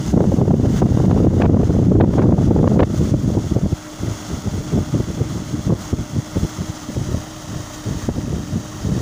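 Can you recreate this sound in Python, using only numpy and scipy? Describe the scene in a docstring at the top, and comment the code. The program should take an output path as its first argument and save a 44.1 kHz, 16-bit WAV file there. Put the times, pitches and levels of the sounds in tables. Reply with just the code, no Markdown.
"""On the bank of a pond in strong wind, the microphone turning to a paddlewheel aerator on the water.
The paddles throw a steady hiss of spray and drops and beat in bubbles, over the whine of the gear drive.
Gusts buffet the microphone, hardest in the first three seconds, and the gain control ducks the water
under them."""
import sys
import numpy as np
from scipy import signal
from scipy.fft import rfft, irfft, next_fast_len
from scipy.io import wavfile
from scipy.ndimage import uniform_filter1d, map_coordinates

SR = 44100
rng = np.random.default_rng(int(sys.argv[2]) if len(sys.argv) > 2 else 0)


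def pcm_store(signal):
    """Save signal as 16-bit PCM."""
    levels = np.round(np.clip(np.atleast_2d(signal), -1, 1) * 32767)
    wavfile.write(sys.argv[1], SR, levels.astype(np.int16).T)


N = 397341
TIME = np.arange(N) / SR


def amp(db):
    """Decibels to gain."""
    return 10 ** (np.asarray(db) / 20)


def unit_rms(x):
    """Scales to rms 1."""
    return x / np.sqrt(np.mean(x ** 2) + 1e-20)


def colour(x, spectrum):
    """Filters x by a spectrum drawn on a log-frequency axis; rms 1."""
    size = next_fast_len(N)
    hz, db = np.transpose(spectrum)
    gain = amp(np.interp(np.log(np.fft.rfftfreq(size, 1 / SR) + 1), np.log(hz), db))
    return unit_rms(irfft(rfft(x, size) * gain, size)[:N])


def wander(rate_hz):
    """Smooth random drift of rms 1 that moves up to about rate_hz."""
    step = 32
    size = N // step + 2
    hz = np.fft.rfftfreq(size, step / SR)
    slow = irfft(rfft(rng.standard_normal(size)) * np.exp(-(hz / rate_hz) ** 2), size)
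    return np.interp(np.arange(N) / step, np.arange(size), unit_rms(slow))


def smooth(x, seconds):
    """Triangular running mean."""
    size = max(int(seconds * SR), 1)
    return uniform_filter1d(uniform_filter1d(x, size), size)


def lowpass(x, hz, order=2):
    """Butterworth low-pass."""
    return signal.sosfilt(signal.butter(order, hz, fs=SR, output="sos"), x)


def steady(x, seconds):
    """Takes out swells slower than the given time, leaving the quick ones."""
    return x / np.sqrt(abs(smooth(x ** 2, seconds)) + 1e-9)


def around(t, length):
    """The samples within three lengths of time t."""
    return slice(max(int((t - 3 * length) * SR), 0), int((t + 3 * length) * SR))


def wind_pressure(rise_share=0.47, steepness=4.5):
    """Wind level in dB at the microphone: each gust swells, holds and dies away on the mean wind."""
    # mean wind, strong at first, then a light breeze: t/s, level/dB
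    breeze = [(0, -22), (.1, -19), (.15, -10), (.68, -11), (.77, -17), (.9, -10), (2.7, -10), (3.0, -18),
              (3.7, -24), (3.78, -45), (4.4, -37), (4.65, -29), (5.6, -29), (6.5, -38), (7.8, -42),
              (8.0, -27.5), (8.7, -34), (9.01, -22.5)]
    # gusts: crest t/s, level/dB, length/s
    gusts = [(0.176, -5, 0.089), (.42, -3, 0.04), (0.515, -3.5, 0.069), (0.842, -5.5, 0.045),
             (1.105, -7, .06), (1.261, -5, 0.075), (1.515, -3, .14), (1.909, -3, 0.077), (2.009, -.5, 0.14),
             (2.279, -3.5, .13), (2.506, -4, 0.042), (2.61, -4.5, .06), (2.804, 0, 0.072),
             (3.01, -12, 0.049), (3.14, -9, 0.057), (3.272, -12.5, .05), (3.371, -12, 0.057),
             (3.553, -12, 0.081), (3.65, -11, 0.037), (3.729, -16, 0.028), (4.068, -19, 0.12),
             (4.341, -22, 0.094), (4.47, -19, 0.041), (4.567, -19.5, 0.083), (4.767, -14, .09),
             (4.969, -14.5, 0.091), (5.101, -16.5, 0.031), (5.207, -15, 0.0684), (5.35, -24, .13),
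             (5.558, -21, 0.079), (5.709, -8, .07), (5.938, -11.5, 0.033), (6.001, -20, 0.052),
             (6.171, -17, 0.0587), (6.369, -15, 0.032), (6.428, -15, 0.051), (6.612, -19.5, .05),
             (6.694, -23.5, 0.023), (6.897, -19.5, 0.024), (6.99, -19.5, 0.087), (7.128, -18.5, .11),
             (7.547, -25.5, .15), (7.911, -20, 0.1), (8.098, -10.5, .04), (8.173, -19.5, .04),
             (8.319, -21, .19), (8.55, -17, 0.072), (8.909, -18.5, .15)]
    power = amp(np.interp(TIME, *np.transpose(breeze))) ** 2
    for t, db, length in gusts:
        span = around(t, length)
        age = TIME[span] - t
        from_crest = np.maximum(-age / rise_share, age / (1 - rise_share)) / length
        power[span] += (amp(db) / (1 + from_crest ** steepness)) ** 2
    return 10 * np.log10(power)


def wind(rumble_db=-1, flutter_db=-5, lumps_db=4.5, spurts_db=6, eddy_hz=38, spurt_hz=75):
    """Eddies hit the microphone in lumps; each spurt sweeps small ones past faster, louder and higher."""
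    # large eddies: f/Hz, level/dB
    rumble_spectrum = [(10, -28), (33, -20), (60, -3.5), (105, 2.5), (200, -3.5), (320, -13), (480, -26),
                       (800, -44.5), (5000, -96)]
    # small eddies at middling speed: f/Hz, level/dB
    flutter_spectrum = [(60, -16.5), (180, 3), (300, -2.5), (480, -11), (750, -23), (1300, -40),
                        (4000, -68)]
    gust_db = wind_pressure()
    excess_db = gust_db + 12  # above a middling wind
    # lumps and spurts can outrun the mean wind only so far
    eddies = unit_rms(np.tanh(wander(eddy_hz)))
    spurts = unit_rms(np.tanh(unit_rms(0.6 * eddies + wander(spurt_hz)) / 2))
    large = colour(rng.standard_normal(N), rumble_spectrum)
    rumble = steady(large * amp(lumps_db * eddies), seconds=0.05)
    small = colour(rng.standard_normal(N), flutter_spectrum)
    speed = amp(1.46 * spurts + 0.05 * excess_db)
    swept = map_coordinates(small, [np.cumsum(speed)], order=3, mode="mirror")
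    flutter = steady(swept * amp(spurts_db * spurts), seconds=0.032)
    return amp(gust_db) * (amp(rumble_db) * rumble + amp(flutter_db + 0.31 * excess_db) * flutter)


def buffets(thud_db=2, rasp_db=-3):
    """The hardest eddies thud on the microphone port and break up in rasps milliseconds long."""
    # single buffets: t/s, level/dB, length/s, relative rasp level/dB
    hits = [(0.207, -1.5, 0.0037, -16.5), (0.242, -3.5, 0.0029, -23), (0.415, -5, 0.0061, -19),
            (0.512, -6.5, .009, -24), (0.824, -3, 0.012, -20), (1.114, -7, 0.0065, -11),
            (1.177, -12, .007, -22), (1.409, -12.5, 0.0097, -15), (1.421, -8, 0.0058, 0),
            (1.442, -8.5, 0.016, -15), (1.459, -4, 0.0088, -10.5), (1.636, -22, 0.0023, -15),
            (2.011, 7.5, 0.007, -10.5), (2.138, -14, 0.0063, -10.5), (2.19, -5, 0.023, -15.5),
            (2.224, -11.5, 0.016, -11), (2.386, -9.5, 0.012, -31), (2.564, -7, 0.0041, -36),
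            (2.643, -4.5, 0.0065, -25), (2.677, -4, 0.0045, -13.5), (2.796, -2, 0.0075, -8),
            (2.806, -10, 0.0057, 4), (2.833, -2.5, 0.006, -1.5), (3.566, -17, 0.021, -25),
            (5.703, -11, 0.013, -22), (5.736, -14, 0.0046, -21)]
    # the thud on the port: f/Hz, level/dB
    thud_spectrum = [(40, -10), (150, 3), (400, -0.5), (700, -10.5), (1100, -18), (2000, -48), (5000, -74)]
    # the eddy breaking up: f/Hz, level/dB
    rasp_spectrum = [(200, 1), (700, 3), (1500, 1.5), (3200, -12), (5000, -25), (7500, -56), (15000, -56)]
    push, breakup = np.zeros((2, N))
    for t, db, length, harsh_db in hits:
        span = around(t, length)
        swell = amp(db) / (1 + (2 * (TIME[span] - t) / length) ** 4)
        push[span] += swell
        breakup[span] += amp(harsh_db) * swell
    thud = steady(colour(rng.standard_normal(N), thud_spectrum), seconds=0.0031)
    rasp = colour(rng.standard_normal(N), rasp_spectrum)
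    return amp(thud_db) * push * thud + amp(rasp_db) * breakup * rasp


def shoves():
    """Subsonic pressure swells in the heaviest gusts and pulls the gain control down."""
    # slow shoves of air: t/s, level/dB, half length/s
    swells = [(0.228, -5, .02), (0.43, -13, 0.022), (0.54, -8, 0.02), (1.481, -5, 0.023), (2.02, -3, 0.045),
              (2.797, -14, 0.06), (3.665, -11.5, 0.02), (5.709, -9.5, 0.034), (5.939, -11.5, 0.029),
              (8.1, -7.5, .025)]
    return sum(amp(db) * np.exp(-((TIME - t) / half) ** 2) for t, db, half in swells)


def gearbox(waver_db=2):
    """Gear tones waver as the paddles load the motor."""
    # whine of the drive: f/Hz, level/dB, rms pitch drift/Hz
    tones = [(306.7, -39, 3.28), (568, -54, 5.97), (599, -51, 5.76), (613, -50, 4.987), (926, -58, 5.66)]
    whine = np.zeros(N)
    for hz, db, drift_hz in tones:
        turns = np.cumsum(hz + drift_hz * wander(12.04)) / SR
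        whine += amp(db + waver_db * wander(21)) * np.sqrt(2) * np.sin(2 * np.pi * turns)
    return whine


def bubbles(level_db=-49, per_s=260, cycles=9, rise=0.15, sizes=28):
    """Air beaten into the pond rings as bubbles, each brief and rising in pitch."""
    fizz = np.zeros(N)
    for hz in np.geomspace(600, 3600, sizes):
        age = np.arange(int(4 * cycles * SR / hz)) * hz / SR / cycles  # in ring times
        ring = np.sin(2 * np.pi * cycles * age * (1 + rise * age / 2)) * np.exp(-2 * age)
        births = np.zeros(N)
        at = rng.integers(0, N, int(per_s * N / SR / sizes))
        births[at] = amp(2.3 * np.minimum(rng.exponential(1, len(at)), 4))
        fizz += signal.oaconvolve(births, ring)[:N]
    return amp(level_db) * unit_rms(fizz)


def close_echoes(x, near_db=-18.5, far_db=-13):
    """Two surfaces close to the moving microphone return dulled copies that hollow the sound."""
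    # echo delays: t/s, nearer lag/s, farther lag/s
    delays = [(1.3, .00103, .00140), (2.3, .00082, .00143), (3.6, .00087, .00144), (6.4, .00089, .00144),
              (7.3, .00103, .00155)]
    times, *lags = np.transpose(delays)
    dulled = lowpass(x, 8000)
    for db, lag in zip((near_db, far_db), lags):
        late = np.arange(N) - np.interp(TIME, times, lag) * SR
        x = x + amp(db) * map_coordinates(dulled, [late], order=1)
    return x


def drops(per_s, spread_db):
    """Impacts of countless drops, most tiny and a few large."""
    size = amp(spread_db * np.minimum(rng.exponential(1, N), 5))
    return unit_rms(size * rng.choice([-1, 1], N) * (rng.random(N) < per_s / SR))


def paddle_spray(wash_db=-2, mist_db=-17, surge_db=1.09, patter_db=0.46):
    """Sheets of water thrown by the paddles fall as drops, a hiss from the bank."""
    # falling spray and churned water: f/Hz, level/dB
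    spray_spectrum = [(60, 6), (250, 8.5), (480, -1), (700, 0), (1250, -1), (1620, -4), (1950, -6.5),
                      (2450, -13.5), (3200, -6), (4100, -10.5), (5500, -7), (6500, -3), (8100, -15.5),
                      (9700, -17)]
    # fine, bright mist at the top of the spray: f/Hz, level/dB
    mist_spectrum = [(8000, -29), (10500, -16), (12000, 3.5), (13800, -6), (14600, 11), (16000, 6)]
    # as the microphone turns to the wheel: t/s, level/dB, treble tilt/dB
    facing = [(0, -36, 2), (0.75, -32.5, -2), (1.3, -34, -3.5), (2.5, -30.5, -4.5), (3.1, -37.5, 2.5),
              (4, -35, 0), (5.5, -35.5, 0.5), (7, -35, 0.5), (9.02, -33.5, 0.5)]
    # heavier sheets landing: t/s, rise/dB, half length/s
    sloshes = [(0.08, 1.5, .04), (0.777, 3, 0.025), (7.743, 3.5, 0.01)]
    times, *columns = np.transpose(facing)
    level_db, tilt_db = (np.interp(TIME, times, column) for column in columns)
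    fall = drops(per_s=4500, spread_db=2) + amp(wash_db) * rng.standard_normal(N)
    water = lowpass(colour(fall, spray_spectrum), 10520, order=6)
    water += amp(mist_db) * colour(drops(per_s=6500, spread_db=3.3), mist_spectrum)
    # the churned body and the bright spray surge each on their own
    body = lowpass(water, 2300, order=1)
    bright = water - body
    water = body * amp(1.03 * wander(48)) + bright * amp(tilt_db + 0.47 * wander(16))
    slosh_db = sum(db * np.exp(-((TIME - t) / half) ** 2) for t, db, half in sloshes)
    return water * amp(level_db + slosh_db + surge_db * wander(2.1) + patter_db * wander(70))


def scene():
    """One microphone on the bank: the aerator out on the pond, the wind right on the port."""
    aerator = close_echoes(paddle_spray()) + bubbles() + gearbox()
    return (aerator + wind() + buffets() + shoves())[None]


def record(dry, threshold_db=-14.5, recovery_db_per_s=110, ceiling=0.85, low_hz=24, top_hz=15530):
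    """Gain control ducks at loud gusts and soon recovers; then a low cut, rounded peaks and a top cut."""
    power_db = 10 * np.log10(abs(smooth(dry[0] ** 2, seconds=0.019)) + 1e-12)
    recovery = TIME * recovery_db_per_s
    held_db = np.maximum.accumulate(power_db + recovery) - recovery
    over_db = np.maximum(held_db - threshold_db, 0)
    ducked = dry[0] * amp(-0.75 * smooth(over_db, seconds=0.008))  # 4:1 compression
    low_cut = signal.butter(4, low_hz, "highpass", fs=SR, output="sos")
    ducked = signal.sosfilt(low_cut, ducked)
    rounded = ducked / (1 + (ducked / ceiling) ** 6) ** (1 / 6)
    top_cut = signal.firwin(1023, top_hz, window=("kaiser", 9), fs=SR)
    return signal.oaconvolve(rounded, top_cut, "same")[None]


dry = scene()
out = record(dry)
pcm_store(out)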